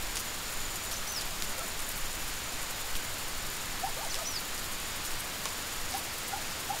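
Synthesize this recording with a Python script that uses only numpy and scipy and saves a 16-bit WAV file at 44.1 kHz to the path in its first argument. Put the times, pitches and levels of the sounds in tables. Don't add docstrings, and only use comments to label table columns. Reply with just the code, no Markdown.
import sys
import numpy as np
from scipy import signal
from scipy.fft import rfft, irfft
from scipy.io import wavfile
from scipy.ndimage import uniform_filter1d

SR = 44100
rng = np.random.default_rng(int(sys.argv[2]) if len(sys.argv) > 2 else 0)


def decibels_to_gain(level_db):
    exponent = np.asarray(level_db, float) / 20
    return 10 ** exponent


def to_wav(s):
    ch = np.atleast_2d(s).T
    pcm = np.round(np.clip(ch, -1, 1) * 32767)
    wavfile.write(sys.argv[1], SR, pcm.astype(np.int16))


N = 299880
T = np.arange(N) / SR

# (frequency [Hz], level [dB per Hz])
FIZZ = [(1500, -24), (3000, -27), (5000, -1.5), (7500, 0.5), (9600, 2), (11000, -1), (12300, 2),
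        (13600, -2), (16000, 1.5)]
# (time [s], speed [turns per s])
FAST_SPIN = [(0, 22.07), (1.4, 21.52), (1.7, 21.22), (3.6, 21.22), (4.2, 21.62), (4.6, 21.32), (5.6, 21.32),
             (6, 21.47), (6.8, 21.44)]
# (time [s], speed [turns per s])
SLOW_SPIN = [(0, 12.5), (1.2, 11.8), (1.9, 13.1), (2.6, 12), (4.5, 11.7), (5.2, 13.2), (6.8, 12.5)]
# (time [s], peak level [dB], lowest frequency [Hz])
DROPS = [(.1576, -17, 4000), (.1626, -23, 900), (.1697, -16, 900), (.9129, -22, 900), (.9262, -25, 6200),
         (1.2111, -21, 900), (1.22, -22, 1900), (1.4232, -13, 1400), (1.7926, -23, 4800),
         (1.8035, -23, 4800), (1.8914, -21, 9400), (2.7098, -24, 900), (2.9537, -20, 900),
         (2.9665, -22, 4800), (2.9703, -22, 6300), (3.6584, -25, 6800), (4.0491, -22, 3500),
         (4.1442, -18, 900), (4.1536, -20, 4300), (4.1889, -23, 1400), (4.5789, -21, 3000),
         (4.8012, -23, 7900), (5.0509, -21, 2900), (5.1085, -24, 900), (5.4562, -15, 900),
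         (5.9116, -24, 5300), (5.9209, -24, 900), (5.9407, -21, 900), (5.9805, -25, 8800),
         (5.9835, -24, 9000)]
# (time [s], level [dB], fade time [s],
# centre frequency [Hz])
SHOWERS = [(0.157, -43, 0.028, 3000), (.17, -35.5, 0.036, 6000), (.913, -39, 0.036, 4300),
           (.915, -41, .03, 10000), (1.207, -38, .03, 4200), (1.424, -39, .02, 5000),
           (1.79, -42, .03, 8000), (1.885, -40, .02, 11000), (2.278, -37, .006, 12000),
           (2.955, -37, 0.013, 2500), (2.955, -44, 0.028, 7000), (4.143, -30, 0.0033, 3600),
           (4.152, -37, 0.011, 3500), (4.13, -42, 0.057, 6000), (4.188, -41, 0.023, 9000),
           (5.05, -40, .04, 6500), (5.455, -32, 0.009, 1000), (5.457, -36, .01, 2200),
           (5.458, -41, .03, 5000), (5.92, -39, .04, 5000), (5.968, -38, .03, 10000)]
# (start [s], length [s], top pitch [Hz], opening level [dB], closing level [dB])
WHISTLES = [
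    (1.065, 0.1324, 6220, -42.5, -37),
    (4.248, 0.1377, 6100, -38.5, -37),
]
# (start [s], rise time [s], fall time [s], top pitch [Hz], level [dB])
CHIPS = [
    (.929, 0.01, .013, 6300, -40),
    (.963, 0.0071, .004, 6400, -37),
    (4.098, .011, 0.021, 6200, -38.5),
]
# (delay [s], level [dB])
BRANCH_ECHOES = [(.0037, -8), (.0093, -13), (.016, -14)]
# (start [s], first swell pitch [Hz], top pitch [Hz], first swell level [dB], second swell level [dB])
HOOTS = [
    (3.822, 759, 926, -28.5, -38),
    (5.927, 780, 1000, -33, -48),
    (6.317, 810, 890, -33, -41),
    (6.686, 810, 890, -30.5, -36.5),
]
# (start [s], rise time [s], fall time [s], top pitch [Hz], level [dB])
WARBLES = [
    (1.575, .053, 0.028, 730, -44.5),
    (3.965, 0.069, .04, 945, -41.5),
    (4.15, .048, .045, 739, -43.5),
]
# (start [s], length [s], pitch [Hz], level [dB])
OVERTONES = [
    (1.596, .052, 1340, -48),
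    (3.97, .055, 1220, -54),
    (4.187, 0.023, 1264, -43),
    (6.325, .02, 1435, -43),
    (6.685, 0.046, 1355, -48.5),
]
# (delay [s], level [dB])
GROUND_ECHOES = [(.0075, -11), (.019, -15)]
# (time [s], level [dB])
INSECT = [(0.0, -54), (0.05, -44.5), (0.97, -44.5), (1.08, -51), (1.19, -46.5), (5.08, -47), (5.15, -53),
          (5.59, -45), (6.16, -48.5), (6.8, -46)]
# (time [s], rate [strokes per s])
STROKES = [(0, 19.2), (1, 18.2), (1.5, 18.7), (3.3, 18.6), (4.3, 19.7), (5.1, 18.2), (6.8, 19.2)]
# (time [s], peak level [dB], half length [s])
GUSTS = [(.05, -37.5, .12), (.62, -40, 0.28), (1.004, -43, .15), (1.38, -33.5, 0.16), (2.06, -31, 0.25),
         (2.626, -38.5, 0.15), (2.96, -30, 0.04), (3.41, -43, 0.47), (4.08, -41.5, 0.28), (4.58, -37, 0.16),
         (5.12, -37.5, .1), (5.775, -39.5, .12)]
# (frequency [Hz], level [dB per Hz])
WIND = [(2, -34), (6, 9), (10, 5.5), (19, 5), (25, -19), (35, -45.5)]
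# (frequency [Hz], level [dB per Hz])
FLUTTER = [(15, -30), (24, -16), (35, 11), (50, -5), (70, -12), (120, -49)]
# (frequency [Hz], level [dB per Hz])
MIST = [(35, -33), (60, -2), (152, -7), (413, -10), (1320, -7.5), (1700, -8.5), (3600, -10.5), (4520, -11),
        (5710, -14), (7500, -14.5), (9600, -18), (11000, -20), (12300, -19), (15500, -23)]
# (time [s], level [dB])
MIST_SWELL = [(0.0, 0.5), (6.8, 1)]

HARMONIC_DB = -23


def jets():
    fast = sweep(FAST_SPIN, .45, 1.5)
    slow = sweep(SLOW_SPIN, -.38, .85)
    sputter = decibels_to_gain(2.8 * np.tanh(.5 * wander(.0053)))
    facing = (.3 + .84 * fast + .81 * slow) * sputter
    size_db = 2.6 * np.minimum(rng.exponential(1, (4, N)), 4)
    size = decibels_to_gain(size_db) * rng.standard_normal((4, N))
    droplets_per_s = 2500
    landed = size * (rng.random((4, N)) < droplets_per_s / SR) * facing
    pitches_hz = (4560, 7140, 10400, 13800)
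    droplets = sum(resonate(row, hz, 5000) for row, hz in zip(landed, pitches_hz))
    level_db = -47 + 1.7 * wander(.019)
    return decibels_to_gain(level_db) * coloured(droplets, FIZZ)


def sweep(speed, start_turn, sharpness):
    turns = start_turn + np.cumsum(curve(speed)) / SR
    return np.exp(sharpness * (np.cos(2 * np.pi * turns) - 1))


def drops():
    out, t = np.zeros(N), np.arange(160) / SR
    stray = rng.uniform((0, -29.5, 3500), (T[-1], -25.5, 10000), (28, 3))
    rows = np.vstack([DROPS, stray])
    rag = rng.standard_normal((len(rows), len(t)))
    for (s, db, low_hz), noise in zip(rows, rag):
        high_hz = 9500 + .5 * low_hz
        leaf = signal.butter(3, [low_hz, high_hz], "band", fs=SR, output="sos")
        rattle = .2 * noise * np.exp(-t / .0007) * (t > 0)
        snap = signal.sosfilt(leaf, rattle - (t == 0))
        add(out, max(s - 3 / SR, 0), decibels_to_gain(db) * snap / abs(snap).max())
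    return out


def showers():
    out, t = np.zeros(N), np.arange(6000) / SR
    grit = rng.standard_normal((len(SHOWERS), len(t), 2))
    for (s, db, fade_s, hz), g in zip(SHOWERS, grit):
        uneven = g[:, 0] * np.exp(.79 * g[:, 1])
        patter = evened(resonate(uneven, hz, .61 * hz))
        add(out, s, decibels_to_gain(db) * patter * np.exp(-t / fade_s))
    return out


def small_bird():
    song = [whistle(*row) for row in WHISTLES] + [chip(*row) for row in CHIPS]
    return sung(song, BRANCH_ECHOES)


def whistle(start, length, top_hz, opening_db, closing_db):
    t = np.linspace(0, length, num=90)
    opening_s, closing_s, swell_s = .026, .021, .023
    scoop = .25 * np.exp(-t / .0097)
    sag = .31 * (t / .138) ** 2.5
    hz = top_hz * (1 - scoop - sag)
    opening = swell(t, opening_s, swell_s, opening_db)
    closing = swell(t, length - closing_s, swell_s, closing_db)
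    beads_db = 3 * np.cos(2 * np.pi * 67.5 * (t - opening_s))
    return np.transpose([start + t, hz, joined([-44.5, opening, closing]) + beads_db])


def chip(start, rise_s, fall_s, top_hz, db):
    t = np.linspace(0, rise_s + fall_s, num=40)
    scoop = np.maximum(1 - t / rise_s, 0) ** 3
    drop = 1 - np.exp(-np.maximum(t - rise_s, 0) / .008)
    hz = top_hz - 1280 * scoop - 2290 * drop
    fade_db = -11 * (scoop + (t / t[-1]) ** 3)
    return np.transpose([start + t, hz, db + fade_db])


def far_bird():
    hoots = [hoot(*row) for row in HOOTS]
    warbles = [warble(*row) for row in WARBLES]
    overtones = [overtone(*row) for row in OVERTONES]
    return sung(hoots + warbles + overtones, GROUND_ECHOES)


def hoot(start, swell_hz, top_hz, first_db, second_db):
    first_s, linger_s, top_s, fall_s = .021, .013, .051, .036
    rest_hz, drop_s = 560, .0187
    t = np.linspace(0, top_s + fall_s, num=90)
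    climb = np.interp(t, [0, first_s, first_s + linger_s, top_s],
                      [swell_hz - 136, swell_hz, swell_hz + 30, top_hz])
    relax = np.exp(-np.maximum(t - top_s, 0) / drop_s)
    hz = rest_hz + (climb - rest_hz) * relax
    body_db = -44.5 - 9 * (2 * t / t[-1] - 1) ** 2
    first = swell(t, first_s, .01, first_db)
    second = swell(t, top_s, .012, second_db)
    return np.transpose([start + t, hz, joined([body_db, first, second]), HARMONIC_DB + 0 * t])


def warble(start, rise_s, fall_s, top_hz, db):
    start_hz, end_hz = 480, 566
    top, late = start + rise_s, .7
    late_hz = top_hz + late * (end_hz - top_hz)
    return [(start, start_hz, db - 3, HARMONIC_DB),
            (top, top_hz, db - 4, HARMONIC_DB),
            (top + late * fall_s, late_hz, db, HARMONIC_DB),
            (top + fall_s, end_hz, db - 7, HARMONIC_DB)]


def overtone(start, length, hz, db):
    return [(start, .98 * hz, db + 2), (start + .37 * length, hz, db), (start + length, hz, db - 3)]


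def sung(notes, echoes):
    out, t = np.zeros(N), np.arange(12000) / SR
    for rows in notes:
        add(out, *note(rows))
    scatter_db, fade_60db_s = -13, .12
    tail = rng.standard_normal(len(t)) * decibels_to_gain(-60 * t / fade_60db_s) * (t > .004)
    space = decibels_to_gain(scatter_db) * tail / np.linalg.norm(tail) + (t == 0)
    for delay_s, db in echoes:
        add(space, delay_s, decibels_to_gain([db]))
    return signal.fftconvolve(out, space)[:N]


def note(rows):
    s, hz, db, *harmonics_db = np.transpose(rows)
    t = np.arange(s[0], s[-1], 1 / SR)
    glide = uniform_filter1d(np.interp(t, s, hz), 90, mode="nearest")
    phase = 2 * np.pi * np.cumsum(glide) / SR
    tone = np.sin(phase)
    for harmonic_db in harmonics_db:
        tone = tone + decibels_to_gain(np.interp(t, s, harmonic_db)) * np.sin(2 * phase)
    loudness = np.sqrt(2) * decibels_to_gain(np.interp(t, s, db))
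    return s[0], loudness * tone * signal.windows.tukey(len(t), .05)


def insect():
    throb = .95 + sweep(STROKES, -.36, 3.5)
    scrape = rng.standard_normal(N) * throb
    for _ in range(3):
        scrape = resonate(scrape, 7012, 260)
    return decibels_to_gain(curve(INSECT) - 3.5) * evened(scrape)


def wind():
    calm_db = -45.5
    gust_db = joined([calm_db] + [swell(T, s, half_s, db) for s, db, half_s in GUSTS])
    lumps = decibels_to_gain(gust_db) * coloured(rng.standard_normal(N), WIND)
    flutter_db = -49.5 + .56 * (gust_db - gust_db.mean()) - 1.1 * T
    return lumps + decibels_to_gain(flutter_db) * coloured(rng.standard_normal(N), FLUTTER)


def mist():
    return decibels_to_gain(-39 + curve(MIST_SWELL)) * coloured(rng.standard_normal(N), MIST)


def evened(x):
    return x / np.sqrt(np.mean(x ** 2) + 1e-20)


def curve(rows):
    return np.interp(T, *np.transpose(rows))


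def coloured(x, points):
    hz, db = np.transpose(points)
    at = np.fft.rfftfreq(len(x), 1 / SR)
    colour_db = np.interp(np.log(at + 1), np.log(hz + 1), db)
    return evened(irfft(rfft(x) * decibels_to_gain(colour_db), len(x)))


def wander(span_s):
    size = int(span_s * SR)
    return evened(uniform_filter1d(uniform_filter1d(rng.standard_normal(N), size), size))


def add(mix, s, sound):
    part = mix[round(s * SR):][:len(sound)]
    part += sound[:len(part)]


def resonate(x, hz, width_hz):
    return signal.lfilter(*signal.iirpeak(hz, max(hz / width_hz, .3), SR), x)


def swell(t, at, width, db):
    return db - 10 * (abs(t - at) / width) ** 1.84


def joined(parts):
    return 10 * np.log10(sum(decibels_to_gain(part) ** 2 for part in parts))


def scene():
    water = jets() + drops() + showers() + mist()
    mix = water + small_bird() + far_bird() + insect() + wind()
    return np.tile(mix, (2, 1))


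def low_pass(x):
    return signal.sosfilt(signal.butter(12, 16920, fs=SR, output="sos"), x)


def record(dry):
    edge = signal.firwin(1023, 15740, window=("kaiser", 10), fs=SR)
    finished = signal.oaconvolve(dry, edge[None], "same")
    return low_pass(finished)


dry = scene()
out = record(dry)
to_wav(out)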